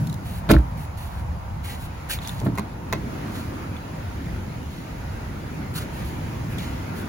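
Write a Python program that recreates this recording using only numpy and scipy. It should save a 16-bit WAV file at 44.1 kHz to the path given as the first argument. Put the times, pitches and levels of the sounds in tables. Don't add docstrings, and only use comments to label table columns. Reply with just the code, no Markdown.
import sys
import numpy as np
from scipy import signal
from scipy.fft import rfft, irfft, next_fast_len
from scipy.io import wavfile
from scipy.ndimage import uniform_filter1d

SR = 44100
rng = np.random.default_rng(int(sys.argv[2]) if len(sys.argv) > 2 else 0)


def wrap_up_sound(samples):
    columns = np.atleast_2d(samples).T
    tamed = np.clip(columns, -1, 1)
    steps = np.round(tamed * 32767).astype(np.int16)
    wavfile.write(sys.argv[1], SR, steps)


N = 312357

# start in seconds, thud, panel ring, crack and the crack's extra
# treble in dB, favoured ring pitch in Hz, contact time in seconds.
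DOOR_BLOWS = [(0.4896, -13, -14, -26, -11, 1400, 0.0023), (0.4953, -6.5, -6, -25, -10, 600, 0.0028),
              (0.4999, -16, -8, -21.5, -13, 1400, 0.0017), (0.504, -4, -0.5, -21, -6, 684, 0.0021),
              (0.508, -1.5, 3, -19, -2, 501, 0.0022), (0.514, -24, -13, -13.5, -1, 533, 0.0014),
              (0.521, -28, -24, -32, 2, 592, 0.0029), (0.535, -5, -12, -23, -12, 501, 0.0014),
              (0.5401, -18, -6, -30, -7, 480, 0.002), (0.5481, -11.5, -22, -37, 1, 638, 0.002),
              (0.5651, -20, -10, -30, -6, 1460, 0.00063), (0.583, -33, -27, -42, -1, 1500, 0.0025),
              (2.415, -27, -23, -45, 0, 900, .0015), (2.431, -18.5, -38, -49, 0, 530, 0.0024),
              (2.461, -10, -20, -54, 2, 500, 0.0026), (2.4656, -24, -15, -35, -13, 750, 0.0014),
              (2.472, -27, -24, -45, -4, 700, 0.0019), (2.484, -16.5, -29, -55, 0, 608, 0.0023),
              (2.519, -22, -35, -58, -2, 900, 0.0022), (2.9319, -21.5, -18, -50, 4, 560, 0.0025),
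              (2.945, -22.5, -22, -54, 0, 500, 0.0042)]
# start in seconds, pitch in Hz, level in dB,
# seconds to swell, seconds to fade by 60 dB if the springs did not stop it.
REBOUNDS = [(.523, 58.3, 5, 0.051, 0.3), (0.521, 70.7, -0.5, 0.016, 0.25)]
# start in seconds, low ring,
# high ring, top ring and crack in dB, contact time in seconds.
LATCH_SNAPS = [(2.5517, -30, -38, -50, -43, 0.0031), (2.5745, -24, -21, -40, -35, 0.0025),
               (2.5827, -14.5, -18, -37, -28.5, 0.0019), (2.593, -17, -24, -50, -30, 0.00172),
               (2.926, -19, -15, -18.5, -22.5, 0.00097), (2.9317, -12.5, -15, -23, -25, 0.0011),
               (2.9357, -18, -35, -38, -37, 0.0018)]
# pitch in Hz, level in dB, seconds to fade by 60 dB.
SHELL_TONES = [(115.5, 13.5, 0.19), (145.3, 7, 0.13), (170.3, 0, 0.21), (207, 5, 0.14), (280, 5.5, 0.19),
               (326, 0.5, 0.15), (377, -3.5, 0.11), (471, 2.5, 0.022), (512, -2.5, 0.044), (656, 1, 0.038)]
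PANEL_TONES = [(430, -3, 0.035), (463, -1, 0.028), (600, 6.5, 0.041), (660, -3, .03), (730, -6, 0.024),
               (882, 4.5, 0.036), (1070, 7, 0.023), (1360, 9, 0.022), (1524, 12, 0.015), (1720, 3, 0.017),
               (1850, 1, 0.016), (2040, -6, 0.024), (2320, -16.5, 0.028), (2860, -9, 0.0084),
               (2920, -8, 0.012)]
LATCH_LOW_TONES = [(210.5, 4, 0.13), (433, -5, 0.019), (686, -7, 0.026), (950, 5, 0.024), (1066, 12, 0.016)]
LATCH_HIGH_TONES = [(1530, 4.5, 0.019), (1740, -3, 0.013), (1970, 4, 0.02), (2080, 4, 0.022),
                    (2530, 3.5, 0.014)]
LATCH_TOP_TONES = [(3500, -3, .008), (4150, -2, .008), (4700, 0, 0.008), (5450, -6, .008), (6190, -2, .008),
                   (6900, 1, 0.007)]
# start in seconds, jingle in dB, its pitch in Hz, treble and body in dB.
KEY_TICKS = [(0.0702, -36, 3870, -36.5, -60), (0.096, -35, 3880, -39, -60), (0.1265, -34, 4000, -38.5, -60),
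             (0.1406, -38, 3800, -38, -60), (2.1863, -28, 3450, -44, -40), (2.216, -35, 4170, -48, -44),
             (2.2225, -36, 3500, -52, -40), (2.227, -41, 3500, -55, -46), (2.242, -37, 3700, -52, -50),
             (2.249, -30, 3800, -46, -42), (2.257, -32, 3500, -50, -50), (2.262, -36, 3900, -48, -50),
             (2.2732, -30, 3420, -29, -44), (2.282, -34, 3800, -34, -50), (2.287, -37, 3800, -44, -50),
             (2.2918, -25, 3650, -33, -38), (2.4, -43, 3600, -38, -50), (3.7646, -34, 3470, -47, -55),
             (6.583, -29, 3360, -37, -42)]
# start, rise, hold and fall in seconds, level of the airy sheen in dB,
# rasp and crunch in dB compared with the sheen, crunch pitch in Hz.
RUBS = [(0.226, 0.033, 0.13, 0.037, -47, -5, -9, 2120), (0.766, 0.0089, 0.078, .02, -49.5, -8, -4.5, 2000),
        (0.967, 0.0072, 0.098, 0.038, -47.5, -4.5, -9, 1960),
        (1.087, 0.026, 0.09, 0.059, -55, -2.5, 4, 1600), (1.631, 0.016, 0.064, 0.097, -43, -3.5, -3, 2030),
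        (1.682, 0.018, 0.049, 0.014, -60, 6, 2, 2000), (1.775, 0.038, 0.049, 0.022, -47.5, -4, -21, 2000),
        (2.087, 0.011, 0.014, 0.025, -34, -3.5, -1.5, 1700),
        (2.103, 0.0094, 0.026, 0.044, -32.5, -2.5, -5.5, 2330),
        (2.193, 0.037, 0.06, 0.031, -49, 2, -5, 1700), (2.292, 0.012, 0.026, 0.075, -48.5, 0, -1, 1800),
        (2.344, 0.057, .008, .03, -51.5, 3.5, -5, 2010), (2.436, .012, .008, 0.044, -46.5, -6, -10, 2000),
        (3.043, 0.063, 0.52, .3, -69.5, -7, 20.5, 1210), (3.262, 0.092, .02, .14, -47.5, 0.5, -10, 1400),
        (3.53, .04, .08, .06, -69, -3, 19, 1240), (4.596, 0.12, 0.055, 0.47, -57.5, 3, -4, 2000),
        (5.737, 0.024, 0.027, 0.023, -34.5, -2.5, -4, 1400),
        (5.799, 0.012, 0.013, 0.032, -43.5, 1, 6, 1430), (5.904, 0.033, 0.089, .02, -51.5, -3, -2, 2430),
        (6.035, 0.013, 0.031, 0.13, -48, -5, -11, 2020), (6.49, 0.025, 0.009, 0.044, -46, -9, -2, 2040),
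        (6.563, 0.031, .015, 0.19, -47, 3, 2.5, 2120), (6.93, 0.035, 0.05, .04, -47, -5, -14, 2000)]
# multiple of the crunch pitch, level in dB.
CRUNCH_SHAPE = [(.5, -10), (.68, -5), (.8, -1), (.9, 1), (1, 4), (1.15, -3), (1.28, -6), (1.45, -8)]
# frequency in Hz, relative level in dB.
CRACK_COLOUR = [(2200, 8), (2900, 1), (3800, 4.5), (4500, 1.5), (5500, -3.5), (7000, 0), (11000, -2.5),
                (16500, -2)]
ECHO_COLOUR = [(300, -0.5), (900, -7.5), (2500, -6), (4300, -5), (8000, -14), (16000, -20)]
TICK_TREBLE_COLOUR = [(4500, 2), (7000, 3), (16500, -4.5)]
TICK_BODY_COLOUR = [(900, 2), (1500, -5), (2500, -4)]
SHEEN_COLOUR = [(6500, -21), (8200, -2.5), (12000, -1.5), (16500, -1.5)]
RASP_COLOUR = [(3300, 2.5), (3800, 1.5), (4250, 2.5), (4800, -5.5), (5900, -8), (6400, -7), (6900, -3),
               (8200, -20)]
# frequency in Hz, relative level in dB.
RUMBLE_COLOUR = [(22, -19), (40, -9), (68, 0), (100, -1.5), (140, -18.5), (220, -43)]
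LOW_BOOM_COLOUR = [(85, -3.5), (110, 1.5), (165, 3), (210, -5.5), (270, -16.5)]
CABIN_COLOUR = [(170, -9), (220, 2), (280, 0), (340, -2.5), (400, -7.5), (520, -18)]
ROAR_COLOUR = [(300, -19), (500, 0), (700, -3), (1000, -8.5), (1400, -5), (1900, -10), (2500, -13.5),
               (3300, -22), (5000, -22), (6500, -39)]
WHINE_COLOUR = [(650, -3.5), (800, 0), (880, 0), (945, 3), (1010, -3.5), (1200, -8)]
HISS_COLOUR = [(2000, 8), (5000, -5), (6800, -1), (7600, -8.5), (8200, -6), (12000, -7.5), (16500, -5.5)]
# dB with doors shut, dB added by an open rear and an open front door.
TRAFFIC_LEVELS = [(-32, -8, -3.5), (-40.5, 13.5, 5), (-49, 6.5, 11), (-47, -3, 5.5), (-43.5, -3.5, -2),
                  (-56, -7.5, 7.5)]
# time in seconds, rear and front door opening from 0 to 1,
# overall swell, extra rumble and extra cabin boom in dB.
DOORS_AND_SWELLS = [(0.0, 0.77, 0.33, 3.5, -5, -4), (0.35, 0.17, 0.3, 0, -0.5, -3),
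                    (0.5, 0.2, 0.1, 3.5, -2.5, -1.5), (1.0, 0.07, 0.07, 1, 1, -1.5),
                    (1.6, 0.08, 0, 1.5, 1, 0), (2.1, 0, 0.72, -0.5, 1, -4.5),
                    (2.45, 0.27, 0.03, 3.5, -4.5, -1), (2.8, 0.1, 0.41, -0.5, -2, 6.5),
                    (3.2, 0.09, 0.84, 2, -2, 2.5), (3.65, 0, 0.66, 1, -3, 2.5),
                    (4.0, 0.04, 0.85, 0.5, -2, -2.5), (4.35, 0.1, 0.93, 0, 3.5, 0.5),
                    (4.8, 0.01, 1, -2, 1, -1.5), (5.2, 0.07, 0.94, 0, 2.5, -3.5),
                    (5.6, 0.1, 0.83, 0.5, 0, -0.5), (5.9, 0.12, 0.99, .5, 4, -2),
                    (6.3, 0, 0.91, 1, 0.5, 0.5), (6.7, 0, 1, 1.5, 3, -1.5), (7.08, 0.14, 0.8, 2.5, -5, 3)]
# frequency in Hz, likeness from 0 to 1.
DOOR_LIKENESS = [(60, 1), (300, 1), (600, 0.17), (2500, 0.29), (6500, 0.42), (7800, 1), (17000, 0.83)]
SCUFF_LIKENESS = [(60, 1), (600, .8), (2500, .8), (3500, .93), (4500, .8), (6500, .7), (7800, 1),
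                  (17000, 1)]
GENERAL_LIKENESS = [(60, 0.96), (200, 0.95), (350, 0.79), (600, 0.26), (2500, 0), (6500, 0.01), (7800, 1),
                    (17000, 1)]
# frequency in Hz, phase in radians.
RIGHT_PHASE = [(60, 0), (430, -.5), (860, -3.4), (1500, -5.4), (2800, -6.6), (3300, -9.6)]

SETTLE_S = 0.18
TOUCH_DB, TOUCH_S = -9, .00012
ECHO_DB, ECHO_FADE_S = -12., .15
TICK_CONTACT_S, JINGLE_FADE_S = .0016, 0.021
SCUFF_FADE_DB = 18
PATCH_DB, PATCH_HZ, PATCH_S = 1.8, 130, .06
PHASE_CYCLE_HZ, IN_PHASE_HZ = 5050, 11000
DOOR_RIGHT_DB, LEFT_DB = 1, -0.44
PEAK_LIMIT, TOP_HZ = .95, 15780


def door():
    out, t = np.zeros((2, N)), times(.25)
    shell = sum((-1) ** k * ring([tone], t) for k, tone in enumerate(SHELL_TONES))
    push = np.diff(t * np.exp(-t / 0.00069), prepend=0)
    thud = excite(push * np.ones((2, 1)), shell)
    for start, thud_db, ring_db, crack_db, treble_db, centre_hz, contact in DOOR_BLOWS:
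        noise = rng.standard_normal((2, len(t)))
        tones = [(hz, db - 5.2 * abs(np.log2(hz / centre_hz)), fade) for hz, db, fade in PANEL_TONES]
        panel = excite(knock(noise, contact, t), ring(tones, t))
        crack_colour = [(hz, db + treble_db * (hz > 5000)) for hz, db in CRACK_COLOUR]
        crack = rattle(unit(colour(noise, crack_colour)), contact, t)
        add(out, start, gain(thud_db) * thud + gain(ring_db) * panel + gain(crack_db) * crack)
    return out


def rebound():
    out, t = np.zeros((2, N)), times(.6)
    settle = np.exp(-(t / SETTLE_S) ** 4)
    for start, hz, db, swell, fade in REBOUNDS:
        rise = 1 - np.exp(-t / swell)
        add(out, start, rise * settle * ring([(hz, db, fade)], t))
    return out


def latch():
    out, t = np.zeros((2, N)), times(.1)
    rings = [ring(tones, t) for tones in (LATCH_LOW_TONES, LATCH_HIGH_TONES, LATCH_TOP_TONES)]
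    for start, *ring_dbs, crack_db, contact in LATCH_SNAPS:
        noise = rng.standard_normal((2, len(t)))
        snap = knock(noise, contact, t)
        ringing = sum(gain(db) * excite(snap, part) for db, part in zip(ring_dbs, rings))
        crack = rattle(unit(colour(noise, CRACK_COLOUR)), contact, t)
        add(out, start, ringing + gain(crack_db) * crack)
    return out


def with_echo(sound):
    t = times(.3)
    tail = colour(rng.standard_normal((2, len(t))), ECHO_COLOUR)
    tail *= (1 - np.exp(-t / 0.0019)) * 1000 ** (-t / ECHO_FADE_S)
    tail /= np.sqrt(np.sum(tail ** 2) / 2)
    return sound + gain(ECHO_DB) * signal.fftconvolve(sound, tail, axes=1)[:, :N]


def keys():
    out, t = np.zeros((2, N)), times(.04)
    for start, db, hz, treble_db, body_db in KEY_TICKS:
        noise = rng.standard_normal((2, len(t)))
        tones = [(hz, 0, JINGLE_FADE_S), (1.09 * hz, -5, JINGLE_FADE_S)]
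        jingle = excite(knock(noise, TICK_CONTACT_S, t), ring(tones, t))
        treble = gain(treble_db) * unit(colour(noise, TICK_TREBLE_COLOUR))
        body = gain(body_db) * unit(colour(noise, TICK_BODY_COLOUR))
        add(out, start, gain(db) * jingle + rattle(treble + body, TICK_CONTACT_S, t))
    return out


def scuffs():
    grain_db = 2.6 * (np.minimum(rng.exponential(size=N), 3) - 1)
    grains = gain(grain_db + .8 * wander(150)) * rng.standard_normal((2, N))
    out = np.zeros((2, N))
    for start, rise, hold, fall, db, rasp_db, crunch_db, crunch_hz in RUBS:
        corners = np.cumsum([0, rise, hold, fall])
        t, first = times(corners[-1]), int(start * SR)
        rub = grains[:, first:first + len(t)]
        crunch_colour = [(crunch_hz * multiple, level) for multiple, level in CRUNCH_SHAPE]
        sheen, rasp, crunch = (unit(colour(rub, c)) for c in (SHEEN_COLOUR, RASP_COLOUR, crunch_colour))
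        fade_db = np.interp(t, corners, [-SCUFF_FADE_DB, 0, 0, -SCUFF_FADE_DB])
        add(out, start, gain(db + fade_db) * (sheen + gain(rasp_db) * rasp + gain(crunch_db) * crunch))
    return out


def traffic():
    when, *columns = np.transpose(DOORS_AND_SWELLS)
    rear, front, swell_db, rumble_db, cabin_db = (np.interp(np.arange(N) / SR, when, c) for c in columns)
    # colour, flickers per second, flicker depth in dB
    noises = [(RUMBLE_COLOUR, 9, 1.5), (LOW_BOOM_COLOUR, 12, 1.5), (CABIN_COLOUR, 14, 1.2),
              (ROAR_COLOUR, 14, .7), (WHINE_COLOUR, 10, 1.5), (HISS_COLOUR, 8, .5)]
    layers = []
    for (db, rear_db, front_db), (points, rate, flicker_db) in zip(TRAFFIC_LEVELS, noises):
        noise = unit(colour(rng.standard_normal((2, N)), points))
        level_db = db + rear_db * rear + front_db * front + swell_db + flicker_db * wander(rate)
        layers.append(gain(level_db) * noise)
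    rumble, boom, cabin, roar, whine, hiss = layers
    return gain(rumble_db) * rumble + boom + gain(cabin_db) * cabin + whine + patchy(roar + hiss)


def patchy(sound):
    hz, when, frames = signal.stft(sound, SR, nperseg=1024)
    patches = rng.standard_normal((len(hz), len(when)))
    patches = uniform_filter1d(patches, int(PATCH_HZ / hz[1]) + 1, axis=0)
    patches = uniform_filter1d(patches, int(PATCH_S / (when[1] - when[0])) + 1, axis=1)
    return signal.istft(frames * gain(PATCH_DB * unit(patches)), SR, nperseg=1024)[1][:, :N]


def microphones(pair, likeness):
    size = next_fast_len(N)
    hz = np.fft.rfftfreq(size, 1 / SR)
    left, other = rfft(pair, size)
    alike = np.clip(value_at(likeness, hz), 0, 1)
    treble_phase = 2 * np.pi * (hz - IN_PHASE_HZ) / PHASE_CYCLE_HZ
    phase = np.where(hz < RIGHT_PHASE[-1][0], value_at(RIGHT_PHASE, hz), treble_phase)
    right = alike * left * np.exp(1j * phase) + np.sqrt(1 - alike ** 2) * other
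    return irfft(np.array([left, right]), size)[:, :N]


def rattle(noise, contact, t):
    return noise * t / contact * np.exp(1 - t / contact)


def knock(noise, contact, t):
    burst = rattle(noise, contact, t)
    touch = np.exp(-((t - contact) / TOUCH_S) ** 2)
    equal_energy = np.sqrt(np.sum(burst ** 2) / 2 / np.sum(touch ** 2))
    return burst + gain(TOUCH_DB) * equal_energy * touch


def ring(tones, t):
    return sum(gain(db) * np.sin(2 * np.pi * hz * t) * 1000 ** (-t / fade) for hz, db, fade in tones)


def excite(force, ringing):
    sound = signal.fftconvolve(force, ringing[None], axes=1)[:, :len(ringing)]
    return sound / np.abs(sound).max()


def colour(x, points):
    hz = np.fft.rfftfreq(x.shape[-1], 1 / SR)
    below = (points[0][0] / 2, points[0][1] - 30)
    above = (points[-1][0] * 2, points[-1][1] - 30)
    return irfft(rfft(x) * gain(value_at([below, *points, above], hz)), x.shape[-1])


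def value_at(points, hz):
    frequencies, values = np.transpose(points)
    return np.interp(np.log(hz + 1), np.log(frequencies), values)


def wander(rate):
    hold = int(SR / rate)
    steps = np.repeat(rng.standard_normal(N // hold + 1), hold)
    return 1.3 * uniform_filter1d(uniform_filter1d(steps, hold), hold)[:N]


def add(out, start, x):
    first = int(start * SR)
    out[..., first:first + x.shape[-1]] += x[..., :N - first]


def times(seconds):
    return np.arange(int(seconds * SR)) / SR


def gain(db):
    return 10 ** (np.asarray(db) / 20)


def unit(x):
    return x / np.sqrt(np.mean(x ** 2))


def scene():
    car = microphones(with_echo(door() + rebound() + latch()), DOOR_LIKENESS)
    car *= gain(DOOR_RIGHT_DB * np.array([[-.5], [.5]]))
    road = microphones(traffic(), GENERAL_LIKENESS)
    rubbing = microphones(scuffs(), SCUFF_LIKENESS)
    ticking = microphones(keys(), GENERAL_LIKENESS)
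    return car + ticking + rubbing + road


def record(dry):
    tilted = dry * gain(LEFT_DB * np.array([[.5], [-.5]]))
    rounded = np.tanh(tilted / PEAK_LIMIT) * PEAK_LIMIT
    return signal.sosfilt(signal.ellip(10, .2, 80, TOP_HZ, fs=SR, output="sos"), rounded)


dry = scene()
out = record(dry)
wrap_up_sound(out)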